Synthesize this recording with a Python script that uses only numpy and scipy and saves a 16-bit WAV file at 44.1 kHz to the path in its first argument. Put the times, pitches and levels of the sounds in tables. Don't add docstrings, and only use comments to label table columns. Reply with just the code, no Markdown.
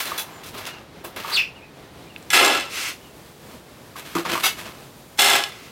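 import sys
import numpy as np
from scipy import signal
from scipy.fft import rfft, irfft
from scipy.io import wavfile
from scipy.ndimage import uniform_filter1d

SR = 44100
rng = np.random.default_rng(int(sys.argv[2]) if len(sys.argv) > 2 else 0)


def store_wav(level_fs):
    pcm = np.round(np.clip(np.atleast_2d(level_fs), -1, 1) * 32767)
    wavfile.write(sys.argv[1], SR, pcm.T.astype(np.int16))


N = 251811
TIME = np.arange(N) / SR
FREQ = np.fft.rfftfreq(N, 1 / SR)


def amp(db):
    return 10 ** (np.asarray(db) / 20)


def normalised(x):
    return x / np.sqrt(np.mean(x ** 2) + 1e-20)


def tone_curve(points):
    hz, db = np.transpose(points)
    return amp(np.interp(np.log(FREQ + 1), np.log(hz + 1), db))


def add(mix, start, sound):
    part = mix[max(round(start * SR), 0):][:len(sound)]
    part += sound[:len(part)]


def filtered(x, gain):
    return irfft(rfft(x, N) * gain, N)


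def above(edge_hz, order=8):
    return 1 - 1 / (1 + (FREQ / edge_hz) ** order)


def wobble(rate_hz, order=4):
    return normalised(filtered(rng.standard_normal(N), 1 - above(rate_hz, order)))


def click_sound(gain, size=4096):
    log_gain = np.log(np.maximum(gain / gain.max(), 1e-5))
    cepstrum = irfft(log_gain, N)[:size]
    cepstrum[1:] *= 2
    click = irfft(np.exp(rfft(cepstrum, N)), N)[:size]
    return click / np.linalg.norm(click)


def plate_click(tone, notes, ring_db, width_scale=1, lag_s=.004, size=6000):
    peaks = sum(amp(db) ** 2 / (1 + (2 * (FREQ - hz) / (width * width_scale)) ** 2) ** 1.78
                for hz, width, db in notes)
    power = tone_curve(tone) ** 2 + amp(ring_db) ** 2 * peaks
    click = click_sound(np.sqrt(power) * above(96, order=4))
    late_bass = np.exp(-4j * np.pi * lag_s * np.sqrt(1000 * FREQ))
    return filtered(click, late_bass)[:size]


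def grains(per_s, spread_db, clump_db, clump_hz):
    strength = amp(spread_db * np.minimum(rng.exponential(1, N), 4)) * rng.choice([-1, 1], N)
    clumps = amp(clump_db * np.clip(wobble(clump_hz, order=2), -2, 2))
    return strength * (rng.random(N) < per_s / SR) * clumps


def envelope(start, rise, hold, fall_db_per_s):
    age = TIME - start
    return np.clip(age / max(rise, 1e-4), 0, 1) * amp(-fall_db_per_s * np.maximum(age - rise - hold, 0))


def strokes(rows, crumbs, click, fall_db_per_s, sag_db_per_s=0, darken_db_per_s=0, swell_db=0):
    sound = signal.oaconvolve(crumbs, click)[:N]
    sound /= np.sqrt(uniform_filter1d(sound ** 2, size=1500))
    bass, treble = 1 - above(1300), above(7000)
    low, mid, high = (normalised(filtered(sound, gain)) for gain in (bass, 1 - bass - treble, treble))
    out = np.zeros(N)
    for start, rise, hold, level_db, bass_db, treble_db in rows:
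        age = np.clip(TIME - start, 0, 1)
        dark_db = darken_db_per_s * age
        arch = np.sin(np.pi * np.minimum(age / (rise + hold), 1)) ** 2
        low_gain = amp(bass_db + np.minimum(dark_db, darken_db_per_s * hold) + swell_db * arch)
        level = amp(level_db - sag_db_per_s * age) * envelope(start, rise, hold, fall_db_per_s)
        out += level * (mid + low_gain * low + amp(treble_db - dark_db) * high)
    return out


def echoes(fade_s, size=22050):
    taps = rng.choice([-1., 1.], size) * (rng.random(size) < .1) * amp(-60 * TIME[:size] / fade_s)
    return taps / np.linalg.norm(taps)


# (pitch [Hz], level [dB])
AIR_TONE = [(12, -58), (20, -40), (52, -7), (101, -3.5), (146, -2), (182, -4), (301, -4.5), (499, -6.5),
            (1570, -16), (2020, -16), (2750, -16), (3740, -12), (7520, -9), (12400, -9.5), (16000, -11)]
# (time [s], level [dB])
BACKGROUND_HISS = [(.35, -54), (.85, -62), (1.6, -62), (2.2, -57), (3.2, -53), (3.75, -55), (5.0, -52),
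                   (5.68, -52)]


def open_air(wash_db=-44.5, swell_db=1.32, split_hz=3200):
    noise = filtered(rng.standard_normal(N), tone_curve(AIR_TONE))
    treble = above(split_hz, order=4)
    wash = amp(wash_db) * normalised(filtered(noise, 1 - treble))
    hiss = amp(np.interp(TIME, *np.transpose(BACKGROUND_HISS))) * normalised(filtered(noise, treble))
    return amp(swell_db * wobble(6.2)) * (wash + hiss)


# (pitch [Hz], level [dB])
RUB_TONE = [(150, -43), (250, -2.5), (330, -17), (373, -3.5), (493, -9), (566, -4.5), (922, -1.5),
            (1470, -4.5), (3170, -9), (8260, -19), (13200, -14.5), (16000, -18)]
# (time [s], rise [s], hold [s], level [dB], bass [dB], treble [dB])
POT_RUBS = [(0.0, .002, .004, -29.5, -8, -3), (.035, .05, .095, -39.5, -3, -6),
            (.22, .03, .22, -51.5, 2, -12), (.53, .015, .05, -43.5, -1, -4), (.6, .02, .04, -48, -3, -12),
            (.656, .012, .024, -42, -5, -17), (.72, .02, .045, -52, 0, -18),
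            (1.038, .007, .012, -47, 7, 4.5), (1.160, .003, .045, -38, -6, -8),
            (1.225, .085, .075, -34.5, -8, -5.5)]


def pot_rubs(gain_db=1.5):
    grit = grains(per_s=5000, spread_db=1.5, clump_db=1.1, clump_hz=90)
    return amp(gain_db) * strokes(POT_RUBS, grit, click_sound(tone_curve(RUB_TONE)), fall_db_per_s=260)


# (pitch [Hz], level [dB])
SKID_TONE = [(240, -31), (400, -3.5), (906, -3.5), (2120, -2), (2710, 0.5), (3120, -4.5), (3420, 1),
             (8370, -11), (10100, -9.5), (16000, -15)]
# (pitch [Hz], width [Hz], level [dB])
WALL_NOTES = [(883, 50, -5), (2640, 33, -5), (3420, 53, 0), (3930, 130, -7), (6050, 100, -4),
              (6880, 22, -10), (9200, 41, -6), (9630, 30, -3), (10200, 49, -1), (10700, 130, -11),
              (11800, 82, -8), (12100, 44, -8), (12500, 270, -7), (13600, 50, -6)]
# (time [s], level [dB], hold [s], brightness [dB per octave], ring next to scrape [dB])
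POT_SKIDS = [(.002, -30, 0.022, 3.5, -12), (.055, -34.5, 0.036, 0.5, -14), (0.178, -29, 0.021, 7.5, 2.5),
             (0.435, -40, .01, 1.5, -16), (0.46, -40.5, 0.023, 2.5, -19), (0.578, -34.5, 0.0067, 0, -11),
             (0.663, -32, 0.0059, 0.5, -12), (1.046, -40.5, 0.01, -1, -10),
             (1.161, -36.5, 0.0094, -5.5, -10)]


def pot_skids(fade_s=.17):
    slips = grains(per_s=8300, spread_db=2.7, clump_db=1.1, clump_hz=130)
    scrape = signal.oaconvolve(slips, click_sound(tone_curve(SKID_TONE)))[:N]
    wall = plate_click(SKID_TONE, WALL_NOTES, ring_db=14, width_scale=.9)
    ring = normalised(signal.oaconvolve(slips, wall)[:N])
    out = np.zeros(N)
    for start, db, hold, brightness, ring_db in POT_SKIDS:
        age = TIME - start
        level = amp(db) * np.clip(age / .001, 0, 1) * amp(-60 * np.maximum(age - hold, 0) / fade_s)
        skid = normalised(filtered(scrape, amp(brightness * np.log2(FREQ + 200))))
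        out += level * (skid + amp(ring_db) * ring)
    return out


# (time [s], peak level [dB], pitch [Hz], pitch spread [octaves])
SNAPS = [(.056, -19, 11100, .9), (.654, -20, 3200, 1.4), (.793, -38, 3000, 1.3), (1.048, -24, 12000, .65),
         (1.163, -25, 12000, .7), (2.162, -21, 2600, .5), (2.184, -35, 12000, .7), (2.227, -37, 6000, .65),
         (2.304, -11, 6800, .45), (2.448, -9, 7500, .7), (3.996, -27, 3000, 1.8), (4.153, -20, 4000, 2),
         (4.186, -24, 3000, 1.3), (4.319, -11.5, 3700, .85), (5.184, -16, 3000, 1.8)]


def dry_snaps(fade_s=.0049, size=2048):
    out = np.zeros(N)
    for start, db, pitch_hz, octaves in SNAPS:
        tone = 1 / (1 + (np.log2((FREQ + 1) / pitch_hz) / octaves) ** 4)
        burst = rng.standard_normal(size) * amp(-60 * TIME[:size] / fade_s)
        snap = signal.fftconvolve(burst, click_sound(tone, size=512))
        add(out, start, amp(db) * snap / abs(snap).max())
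    return out


# (pitch [Hz], level [dB], time to fade by 60 dB [s])
HOLLOW_NOTES = [(147, -3.5, 0.15), (171.3, 0.5, 0.2), (274, -4, 0.13), (338.4, 6.5, 0.16), (435, -6, 0.06),
                (483, 4, 0.1), (675, -8, 0.11), (924, 4, 0.091), (1104, 6, 0.054), (1175, 13.5, 0.03),
                (1280, -6, 0.044), (1450, -4, .04)]
# (time [s], level [dB], hardness [Hz], crumbling after [ratio])
POT_KNOCKS = [(.117, -18, 960, .7), (1.04, -33.5, 400, 1.3), (1.245, -21, 1300, 1.3),
              (1.285, -26, 1100, 1.2), (1.315, -23.5, 1100, .9), (3.957, -30, 1360, 1),
              (4.153, -15.5, 235, .2), (4.153, -21, 950, .4), (4.164, -14.5, 1200, .25),
              (4.170, -15.5, 885, .2), (4.186, -24, 332, .3), (4.253, -22, 1500, 1.5),
              (4.318, -25, 160, .75), (4.353, -15.5, 1210, .6), (4.376, -16.5, 1400, .7)]


def pot_knocks(clods, focus=4.8, size=8000):
    out, t = np.zeros(N), TIME[:size]
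    for start, db, hard_hz, crumble in POT_KNOCKS + clods:
        ring = np.zeros(size)
        for hz, note_db, fade_s in HOLLOW_NOTES:
            note = amp(note_db - 60 * t / fade_s) * np.sin(2 * np.pi * (hz * t + rng.random()))
            ring += note / (hz / hard_hz + hard_hz / hz) ** focus
        ring *= np.minimum(t / .00066, 1)
        ring += crumble * signal.oaconvolve(ring, echoes(fade_s=.06))[:size]
        add(out, start, amp(db) * ring / abs(ring).max())
    return filtered(out, above(130, order=4))


def whistle(hz, level, rasp, rasp_hz, octave_db):
    phase = 2 * np.pi * np.cumsum(hz * (1 + rasp * wobble(rasp_hz))) / SR
    return np.sqrt(2) * level * (np.sin(phase) + amp(octave_db) * np.sin(2 * phase))


# (time [s], length [s], first pitch [Hz], last pitch [Hz], bend [Hz], level [dB])
FAR_CHIRPS = [(.30, .13, 7250, 6950, 30, -52), (.68, .13, 3020, 2700, -80, -44),
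              (1.55, .05, 2600, 1800, 600, -45), (1.603, .063, 1950, 2400, 330, -43),
              (2.055, .04, 2200, 2450, 30, -48), (2.09, .035, 2600, 2400, 330, -46),
              (2.99, .15, 3000, 2500, 120, -53)]


def far_birds(gain_db=-4):
    out = np.zeros(N)
    for start, length, first_hz, last_hz, bend_hz, db in FAR_CHIRPS:
        progress = np.clip((TIME - start) / length, 0, 1)
        arch = 4 * progress * (1 - progress)
        hz = first_hz + (last_hz - first_hz) * progress + bend_hz * arch
        out += whistle(hz, amp(db) * arch, rasp=.025, rasp_hz=250, octave_db=-28)
    return amp(gain_db) * out


def near_bird(start=1.312, level_db=-18.7, low_hz=2590, drop_after_s=.053, drop_s=.009):
    age = np.clip(TIME - start, 0, 1)
    climbing_hz = 4000 + 13000 * age
    dropped = (1 + np.tanh((age - drop_after_s) / drop_s)) / 2
    hz = (1 - dropped) * climbing_hz + dropped * low_hz
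    level = amp(level_db) * envelope(start, rise=.055, hold=.033, fall_db_per_s=350)
    return whistle(hz, level, rasp=.075, rasp_hz=453, octave_db=-16)


# (time [s], level [dB])
STONE_HITS = [(2.3032, -10), (2.3326, -14), (2.398, -7), (2.4474, -3.5), (2.4584, -9), (5.1908, -2),
              (5.2206, -5), (5.4365, -11), (5.5194, -30)]


def stones(dig_start, blade, gain_db=15, sharp_hz=3500):
    hits = np.zeros(N)
    for start, db in STONE_HITS:
        if abs(start - dig_start) < 1:
            add(hits, start, amp(db) * np.array([.63]))
            add(hits, start, amp(db) * echoes(fade_s=.014))
    hits = signal.lfilter(*signal.butter(1, sharp_hz, "high", fs=SR), hits)
    return amp(gain_db) * signal.oaconvolve(hits, blade)[:N]


# (pitch [Hz], first dig [dB], second dig [dB])
BLADE_TONE = [(70, -60, -60), (161, -45, -31), (247, -5.5, -12), (396, -7, -13.5), (980, -4.5, -6.5),
              (1500, -7.5, -3.5), (2550, -4, 1), (3530, -4.5, 1), (5200, -11.5, -8.5), (6960, -17, -12),
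              (10500, -20, -18), (14800, -25, -22.5), (16000, -40, -39)]
# (pitch [Hz], width [Hz], first dig [dB], second dig [dB])
BLADE_NOTES = [(399.5, 25, -2.5, -5), (557, 19, 2.5, -3.5), (708, 45, -4, -0.5), (817, 54, -0.5, 1.5),
               (1258, 25, 2, -12), (1339, 33, 5, 2), (1444, 22, 0, -14), (1560, 30, -19, -11),
               (1670, 39, 1, 4.5), (1749, 16, -3, -18), (2000, 43, -1, 4), (2100, 35, 3, 7),
               (2160, 25, -16, -8), (2310, 22, -2, -6), (2480, 42, 2.5, 0.5), (2660, 29, 4.5, -4),
               (2784, 34, 0, 3), (2990, 27, 1, 5), (3030, 40, -8, -15), (3443, 24, 4.5, 10),
               (3535, 31, -9, 2.5), (3860, 50, -19, -6), (4110, 30, -8, -12), (4300, 27, -17, 1),
               (5230, 89, -4, -2), (5370, 63, -20, -0.5), (6350, 80, -16, -13), (7400, 54, -8, -12),
               (7760, 97, -25, -13.5), (8330, 75, -13, -20)]
# (time [s], hold [s], level [dB], bass [dB], treble [dB], slow fade [dB/s],
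# final fade [dB/s], bass swell [dB], head start of the scratch [s], scratch level [dB])
SHOVEL_DIGS = [(2.330, .235, -14.2, -10.3, -8.3, 34, 112, 7.5, .027, -26),
               (5.186, .165, -16, -7.5, -5, 10, 145, .5, .012, -42)]


def shovel(dig, scrape_db=-.7, sand_db=-3):
    start, hold, level_db, bass_db, treble_db, sag, fall, swell_db, lead, scratch_db = SHOVEL_DIGS[dig]
    scratch = (start - lead, 0, lead, scratch_db, -17, -3)
    push = (start, .005, hold, level_db, bass_db, treble_db)
    tone = np.array(BLADE_TONE)[:, [0, 1 + dig]]
    notes = np.array(BLADE_NOTES)[:, [0, 1, 2 + dig]]
    blade = plate_click(tone, notes, ring_db=3)
    crumbs = normalised(grains(per_s=6000, spread_db=2, clump_db=.5, clump_hz=110))
    sand = grains(per_s=350, spread_db=1, clump_db=6, clump_hz=60)
    soil = crumbs + amp(sand_db) * normalised(filtered(sand, above(4700, order=3)))
    scrape = strokes([scratch, push], soil, blade, fall, sag, darken_db_per_s=22, swell_db=swell_db)
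    return amp(scrape_db) * scrape + stones(start, blade)


# (pitch [Hz], level [dB])
SLIDE_TONE = [(180, -26), (300, -12), (725, -14), (774, -14), (1300, -6), (1810, -10), (1970, -3),
              (2740, -4.5), (3240, -8.5), (11900, -12.5), (16000, -21)]
# (time [s], rise [s], hold [s], level [dB], bass [dB], treble [dB])
SOIL_SLIDES = [(2.684, .09, .12, -27.3, -14.5, -9), (5.5, .03, .15, -46, -9, -20)]


def sliding_soil(gain_db=-1.2):
    crumbs = grains(per_s=16000, spread_db=1, clump_db=-.3, clump_hz=70)
    click = click_sound(tone_curve(SLIDE_TONE))
    return amp(gain_db) * strokes(SOIL_SLIDES, crumbs, click, fall_db_per_s=280, sag_db_per_s=3)


# (pitch [Hz], level [dB])
POUR_TONE = [(47, -51), (80, -17), (178, -9), (212, -6.5), (331, -8), (515, -9), (563, -6), (802, -7),
             (1170, -5), (1670, -4), (2900, -5), (8050, -16.5), (13700, -17), (16000, -26)]
# (time [s], rise [s], hold [s], level [dB], bass [dB], treble [dB])
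SOIL_SPILLS = [(3.954, .012, .035, -39.5, -4, -4.5), (4.048, .005, .09, -43.5, -6, -6),
               (4.150, .002, .04, -32.5, 1.5, -7), (4.248, .005, .045, -32.5, -1, -13),
               (4.283, .04, .03, -27.8, -2, -8), (4.37, .02, .06, -38.5, -5, -1.5),
               (4.565, .025, .008, -37, -5, -6), (4.648, .012, .008, -42.5, 1, -12),
               (4.5, .03, .3, -52, -2, -9)]


def pouring(gain_db=-1):
    crumbs = grains(per_s=3600, spread_db=1.5, clump_db=2, clump_hz=80)
    click = click_sound(tone_curve(POUR_TONE))
    return amp(gain_db) * strokes(SOIL_SPILLS, crumbs, click, fall_db_per_s=260)


def falling_clods(start=4.27, length_s=.035, level_db=-26, hard_hz=295, crumble=.55, count=3):
    rows = []
    for k, (late, strong, hard) in enumerate(rng.uniform(-1, 1, (count, 3))):
        landing = start + length_s * (k + (1 + late) / 2) / count
        rows.append((landing, level_db + 3 * strong, hard_hz * 2 ** (.3 * hard), crumble))
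    return rows


# (pitch [Hz], level [dB])
SCUFF_TONE = [(120, -48), (200, -17), (529, -14), (763, -3.5), (1650, -7), (2210, 0), (2420, -5),
              (3620, -4), (7410, -15), (12200, -9), (16000, -20)]
# (pitch [Hz], width [Hz], level [dB])
RIM_NOTES = [(431, 36, -12), (770, 32, -8), (1140, 24, -5), (1300, 34, -5), (1480, 36, -6), (1790, 25, -7),
             (2190, 44, -2), (2480, 15, -9), (2660, 43, -1), (2940, 56, 0), (3120, 25, -6), (3360, 57, -4),
             (3550, 15, -3), (3760, 38, -2), (4010, 31, -6), (4130, 15, -9), (4430, 35, -5),
             (4840, 120, -5), (5260, 25, -7), (5710, 35, -9), (5920, 39, -6), (6230, 28, -7),
             (6550, 78, -12), (6760, 100, -13), (7040, 27, -8), (7750, 26, -8)]
# (time [s], rise [s], hold [s], level [dB], bass [dB], treble [dB])
RIM_WIPE = (4.431, .010, .026, -18.2, -11.5, -4.5)


def rim_scuff():
    grit = grains(per_s=8000, spread_db=0, clump_db=0, clump_hz=120)
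    rim = plate_click(SCUFF_TONE, RIM_NOTES, ring_db=10)
    return strokes([RIM_WIPE], grit, rim, fall_db_per_s=305, darken_db_per_s=12)


def scene():
    work = sum(shovel(dig) for dig in range(len(SHOVEL_DIGS)))
    work += sliding_soil() + pouring() + rim_scuff()
    work += pot_knocks(falling_clods()) + pot_rubs() + pot_skids() + dry_snaps()
    work_echo = amp(-13) * signal.oaconvolve(work, echoes(fade_s=.093))[:N]
    near, far = near_bird(), far_birds()
    bird_echo = signal.oaconvolve(amp(-5) * near + amp(-4) * far, echoes(fade_s=.24))[:N]
    return (work + work_echo + near + far + bird_echo + open_air())[None]


def record(dry, top_hz=16150):
    low_pass = signal.firwin(511, top_hz, window=("kaiser", 9), fs=SR)
    return signal.oaconvolve(np.clip(dry, -1, 1), low_pass[None], "same")


dry = scene()
out = record(dry)
store_wav(out)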